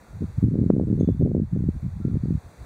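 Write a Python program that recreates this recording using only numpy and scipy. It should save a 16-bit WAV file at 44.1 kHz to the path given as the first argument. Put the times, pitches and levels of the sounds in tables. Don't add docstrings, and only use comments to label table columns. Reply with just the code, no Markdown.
import sys
import numpy as np
from scipy import signal
from scipy.fft import rfft, irfft
from scipy.io import wavfile
from scipy.ndimage import uniform_filter1d

SR = 44100
rng = np.random.default_rng(int(sys.argv[2]) if len(sys.argv) > 2 else 0)


def file_out(sig):
    cols = np.atleast_2d(sig).T
    lim = np.clip(cols, -1, 1)
    pcm = np.round(lim * 32767).astype(np.int16)
    wavfile.write(sys.argv[1], SR, pcm)


def elevation(decibels):
    levels = np.asarray(decibels, float)
    return 10 ** (levels / 20)


N = 116865
T = np.arange(N) / SR


def walk(rate_hz):
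    hold = int(SR / rate_hz)
    steps = np.repeat(rng.standard_normal(N // hold + 1), hold)
    return 1.08 * uniform_filter1d(uniform_filter1d(steps, hold), hold)[:N]


def unit(x):
    return x / np.sqrt(np.mean(x ** 2))


# (frequency [Hz], level [dB])
WHINE_LINES = [(12625, -98), (13212, -96), (13333, -90.5), (13905, -95.5)]


def whine():
    return sum(elevation(db + 3.0 * walk(6.6)) * np.sin(2 * np.pi * hz * T) for hz, db in WHINE_LINES)


# (frequency [Hz], density [dB per Hz])
AIR_SPECTRUM = [(40, 2.5), (200, 1.5), (700, -0.5), (2000, -8.5), (4000, -13), (7000, -18.5),
                (10000, -21.5), (16000, -27.5)]


def air():
    level_db, flicker_db = -55.5, 0.6
    hz = np.arange(N // 2 + 1) * SR / N + 1
    table_hz, table_db = np.array(AIR_SPECTRUM).T
    density_db = np.interp(np.log(hz), np.log(table_hz), table_db)
    spectrum = rfft(rng.standard_normal(N)) * elevation(density_db)
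    hiss, shared = 0, walk(9.32)
    for octave in range(5, 15):
        share = np.clip(1 - abs(np.log2(hz) - octave), 0, 1)
        band = irfft(spectrum * share, N)
        hiss = hiss + band * elevation(flicker_db * (shared + 0.7 * walk(8)))
    return elevation(level_db) * unit(hiss)


# (time [s], level [dB])
GAIN_CURVE = [(0, -68), (.33, -67.5), (.42, -66.5), (.46, -71.5), (.7, -71.5), (.72, -74), (1, -71),
              (1.23, -72.5), (1.4, -74.5), (1.7, -71), (2.05, -70), (2.4, -68), (2.65, -67)]


def recorder_gain():
    return elevation(np.interp(T, *np.array(GAIN_CURVE).T) + 70)


def ring(start_s, hz, db, t60_s):
    t = np.maximum(T - start_s, 0)
    onset = np.minimum(t / 0.0016, 1)
    return elevation(db - 60 * t / t60_s) * np.sin(2 * np.pi * hz * t) * onset


# (frequency [Hz], level [dB], t60 [s])
BELL_PARTIALS = [(3457, -3, 1.5), (3578, -9, .6), (3720, 2, .035), (3950, 1, .035), (6468, 0, .22),
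                 (6452, -9, .22), (7063, -20, .3), (9560, -12, .14), (10150, -11, .14)]
# (time [s], level [dB])
BELL_STROKES = [
    (.998, -56),
]


def near_bell():
    out = 0
    for start_s, hit_db in BELL_STROKES:
        damp = np.clip((start_s + 0.165 - T) / 0.02, 0, 1)
        for hz, db, t60_s in BELL_PARTIALS:
            out = out + ring(start_s, hz, db + hit_db, t60_s) * damp
    return out


# (time [s], frequency [Hz], level
# [dB], t60 [s])
FAR_PARTIALS = [(.07, 1405, -62, .6), (.24, 1324, -65, .3), (1.185, 3578, -66, .35), (1.22, 6468, -68, .12),
                (1.94, 815, -62, .3), (2.015, 1365, -57, .7), (2.215, 4553, -67, .5), (2.45, 1174, -63, .5),
                (2.49, 830, -62, .3)]


def far_bells():
    return sum(ring(*row) for row in FAR_PARTIALS)


def eddies(when_s, db, ms, lean):
    at = np.round(when_s * SR).astype(int)[:, None] + np.arange(-512, 512)
    u = (at / SR - when_s[:, None]) * 1000 / ms[:, None]
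    shape = -elevation(db)[:, None] * (1 + np.reshape(lean, (-1, 1)) * u) * np.exp(-u ** 2 / 2)
    return np.bincount(np.clip(at + 1, 0, N + 1).ravel(), shape.ravel(), N + 2)[1:N + 1]


def knock():
    knock_s, highpass_hz = 0.7029, 500
    tick = eddies(np.full(2, knock_s), np.array([-37, -25]), np.array([0.055, 0.16]), 0)
    shove = eddies(np.array([knock_s - 0.001]), np.array([-13.]), np.array([0.55]), 0)
    return signal.sosfilt(signal.butter(1, highpass_hz, "high", fs=SR, output="sos"), tick) - shove


# (time [s], length [s], level [dB])
WIND_PUFFS = [(0, 0.025, -40.5), (0.094, 0.044, -40), (0.126, 0.076, -33.5), (0.209, 0.043, -22),
              (0.267, 0.038, -31), (0.28, 0.12, -37), (0.373, 0.028, -25), (0.422, 0.068, -20.5),
              (.5, 0.36, -23), (0.869, 0.19, -23), (1.07, 0.052, -20), (1.126, 0.07, -27.5),
              (1.199, 0.075, -19), (1.269, .18, -22.5), (1.456, 0.039, -32.5), (1.514, .18, -23.5),
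              (1.698, 0.048, -35.5), (1.73, 0.049, -27.5), (1.784, 0.061, -37), (1.92, 0.029, -39),
              (1.826, 0.081, -27.5), (1.909, 0.051, -34.5), (1.956, 0.056, -31), (1.997, 0.026, -24),
              (2.043, .14, -24), (2.194, 0.014, -27.5), (2.228, .15, -25.5), (2.434, 0.046, -36),
              (2.586, 0.018, -34), (2.596, 0.043, -38)]


def gust_db():
    rise_s, fall_s, calm_db = 0.0079, 0.017, -57
    power = elevation(calm_db) ** 2
    for start_s, hold_s, db in WIND_PUFFS:
        rise = (1 + np.tanh((T - start_s) / rise_s)) / 2
        fall = (1 + np.tanh((start_s + hold_s - T) / fall_s)) / 2
        power = power + (elevation(db) * rise * fall) ** 2
    return 10 * np.log10(power)


def sway(gust):
    level_db, lowpass_hz = -3, 65
    lowpass = signal.butter(4, lowpass_hz, fs=SR, output="sos")
    rumble = unit(signal.sosfilt(lowpass, rng.standard_normal(N)))
    return elevation(uniform_filter1d(gust, int(0.018 * SR)) + level_db + 2.0 * walk(12)) * rumble


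# (time [s], peak level [dB], width [ms])
MORE_SUCTIONS = [(0.2414, -18, 2.57), (0.5122, -21.5, 2.3), (0.567, -20.5, 2.1), (1.1972, -13, 4),
                 (1.2831, -19.5, 2.5), (1.317, -16, 1.6), (1.4338, -19, 2.6), (1.564, -18, 1.74),
                 (1.5743, -15, 2.6), (1.6242, -15.5, 3.4), (1.64, -17, 2.23), (1.865, -17.5, 3.65),
                 (2.003, -23, 2.57), (2.0745, -15.5, 4.2), (2.143, -13.5, 3.8), (2.2372, -13.5, 2.9),
                 (2.2579, -19.5, 1.9), (2.2847, -17, 2.65), (2.3527, -13, 3.6)]
# (time [s], peak level [dB], width [ms])
SUCTIONS = [(0.3845, -13, 4), (0.4403, -7.5, 2.55), (0.457, -13.5, 3.7), (0.4849, -11.5, 2.6),
            (0.5894, -9.5, 2.22), (0.6407, -14, 1.9), (0.6634, -9.5, 2.47), (0.7033, -2.5, 1.38),
            (0.7376, -9.5, 2.4), (0.7662, -11.5, 1.71), (0.7988, -12.5, 1.3), (0.813, -11.5, 1.82),
            (0.8362, -17, 1.82), (0.9129, -11.5, 2.32), (0.9617, -18.5, 4.3), (1.0107, -7, 1.66),
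            (1.0319, -9.5, 2.1), (1.1082, -16.5, 2.4), (1.2354, -8.5, 3.7), (1.2514, -12.5, 2.16),
            (1.3505, -9.5, 1.55), (1.3676, -13.5, 1.8), (1.3796, -13.5, 1.94), (1.5333, -13, 3.43),
            (1.607, -17.5, 2.34), (1.6895, -9, 2.3), (2.052, -11, 2.21), (2.1563, -19.5, 1.75),
            (2.1708, -13.5, 2.74), (2.3077, -12, 2.33)]
# (time [s], peak level [dB], width [ms])
ROLLING = [(0.4277, -15, 2.65), (0.5551, -18.5, 1.9), (0.6147, -14, 2.73), (0.6293, -20, 2.3),
           (0.781, -16, 2.35), (0.8714, -22.5, 2.3), (0.9015, -17.5, 2.33), (0.928, -14.5, 2.3),
           (0.9966, -19.5, 3.9), (1.0762, -15, 2.6), (1.088, -13.5, 1.71), (1.2207, -19, 1.73),
           (1.3988, -18, 2.04)]
SUCTION_LEAN = 2.6


def large_eddies():
    edge_db, edge_share = -26.5, 0.49
    # rows, gain dB, width share, delay s, lean
    kinds = [(SUCTIONS + MORE_SUCTIONS, -6.7, 0.42, -0.0005, SUCTION_LEAN),
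             (ROLLING, -22, 0.4, 0.001, 30)]
    out = 0
    for rows, gain_db, share, delay_s, lean in kinds:
        when_s, db, ms = np.array(rows).T
        out = out + eddies(when_s + delay_s, db + gain_db, ms * share, lean)
        out = out + eddies(when_s + delay_s, db + gain_db + edge_db, ms * share * edge_share, lean)
    return out


def small_eddies(gust, count=420):
    wake_s, push_rarity = 0.005, 0.6
    level_db, scatter_db = -4.5, 3.5
    width_ms, width_spread, narrow_per_db, lean_spread = 1.197, 0.28, 0.0874, 0.91
    when_s = (np.arange(count) + rng.random(count)) * T[-1] / count
    large_s = np.array(SUCTIONS + MORE_SUCTIONS + ROLLING)[:, 0]
    free = abs(when_s[:, None] - large_s).min(1) > wake_s
    when_s = when_s[free]
    width_draw, level_draw, lean_draw, push_draw = rng.standard_normal((count, 4))[free].T
    local_db = np.interp(when_s, T, gust)
    ms = width_ms * np.exp(width_spread * np.clip(width_draw, -1.5, 2) - narrow_per_db * (local_db + 24))
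    db = local_db + level_db + scatter_db * np.minimum(level_draw, 1)
    lean = lean_spread * lean_draw + SUCTION_LEAN
    push = push_draw > push_rarity
    pull = ~push
    pulls = eddies(when_s[pull], db[pull], ms[pull], lean[pull])
    return pulls - eddies(when_s[push], db[push], ms[push], lean[push])


def wind():
    gust = gust_db()
    return sway(gust) + small_eddies(gust) + large_eddies()


def scene():
    background = recorder_gain() * (air() + whine())
    return (background + far_bells() + near_bell() + knock() + wind())[None]


def microphone(x):
    w, cut_q = 2 * np.pi * 84.7, 1.06
    flutter_hz, flutter_q, flutter_db = 187, 2.5, -10
    top_hz, overload = 15650, 1.3
    x = signal.lfilter(*signal.bilinear([1, 0, 0], [1, w / cut_q, w * w], SR), x)
    x = signal.sosfilt(signal.butter(2, 21, "high", fs=SR, output="sos"), x)
    x = x + elevation(flutter_db) * signal.lfilter(*signal.iirpeak(flutter_hz, flutter_q, SR), x)
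    x = signal.sosfilt(signal.ellip(8, 0.2, 60, top_hz, fs=SR, output="sos"), x)
    return overload * np.tanh(x / overload)


# (frequency [Hz], width [Hz])
HOUSING_NOTCHES = [(3000, 1370), (5190, 860), (11630, 2000)]


def housing(x):
    for hz, width_hz in HOUSING_NOTCHES:
        x = signal.lfilter(*signal.iirnotch(hz, hz / width_hz, SR), x)
    return x


def roll_off(x):
    return signal.sosfilt(signal.butter(12, 15650, fs=SR, output="sos"), x)


def record(dry):
    return roll_off(housing(microphone(dry)))


dry = scene()
out = record(dry)
file_out(out)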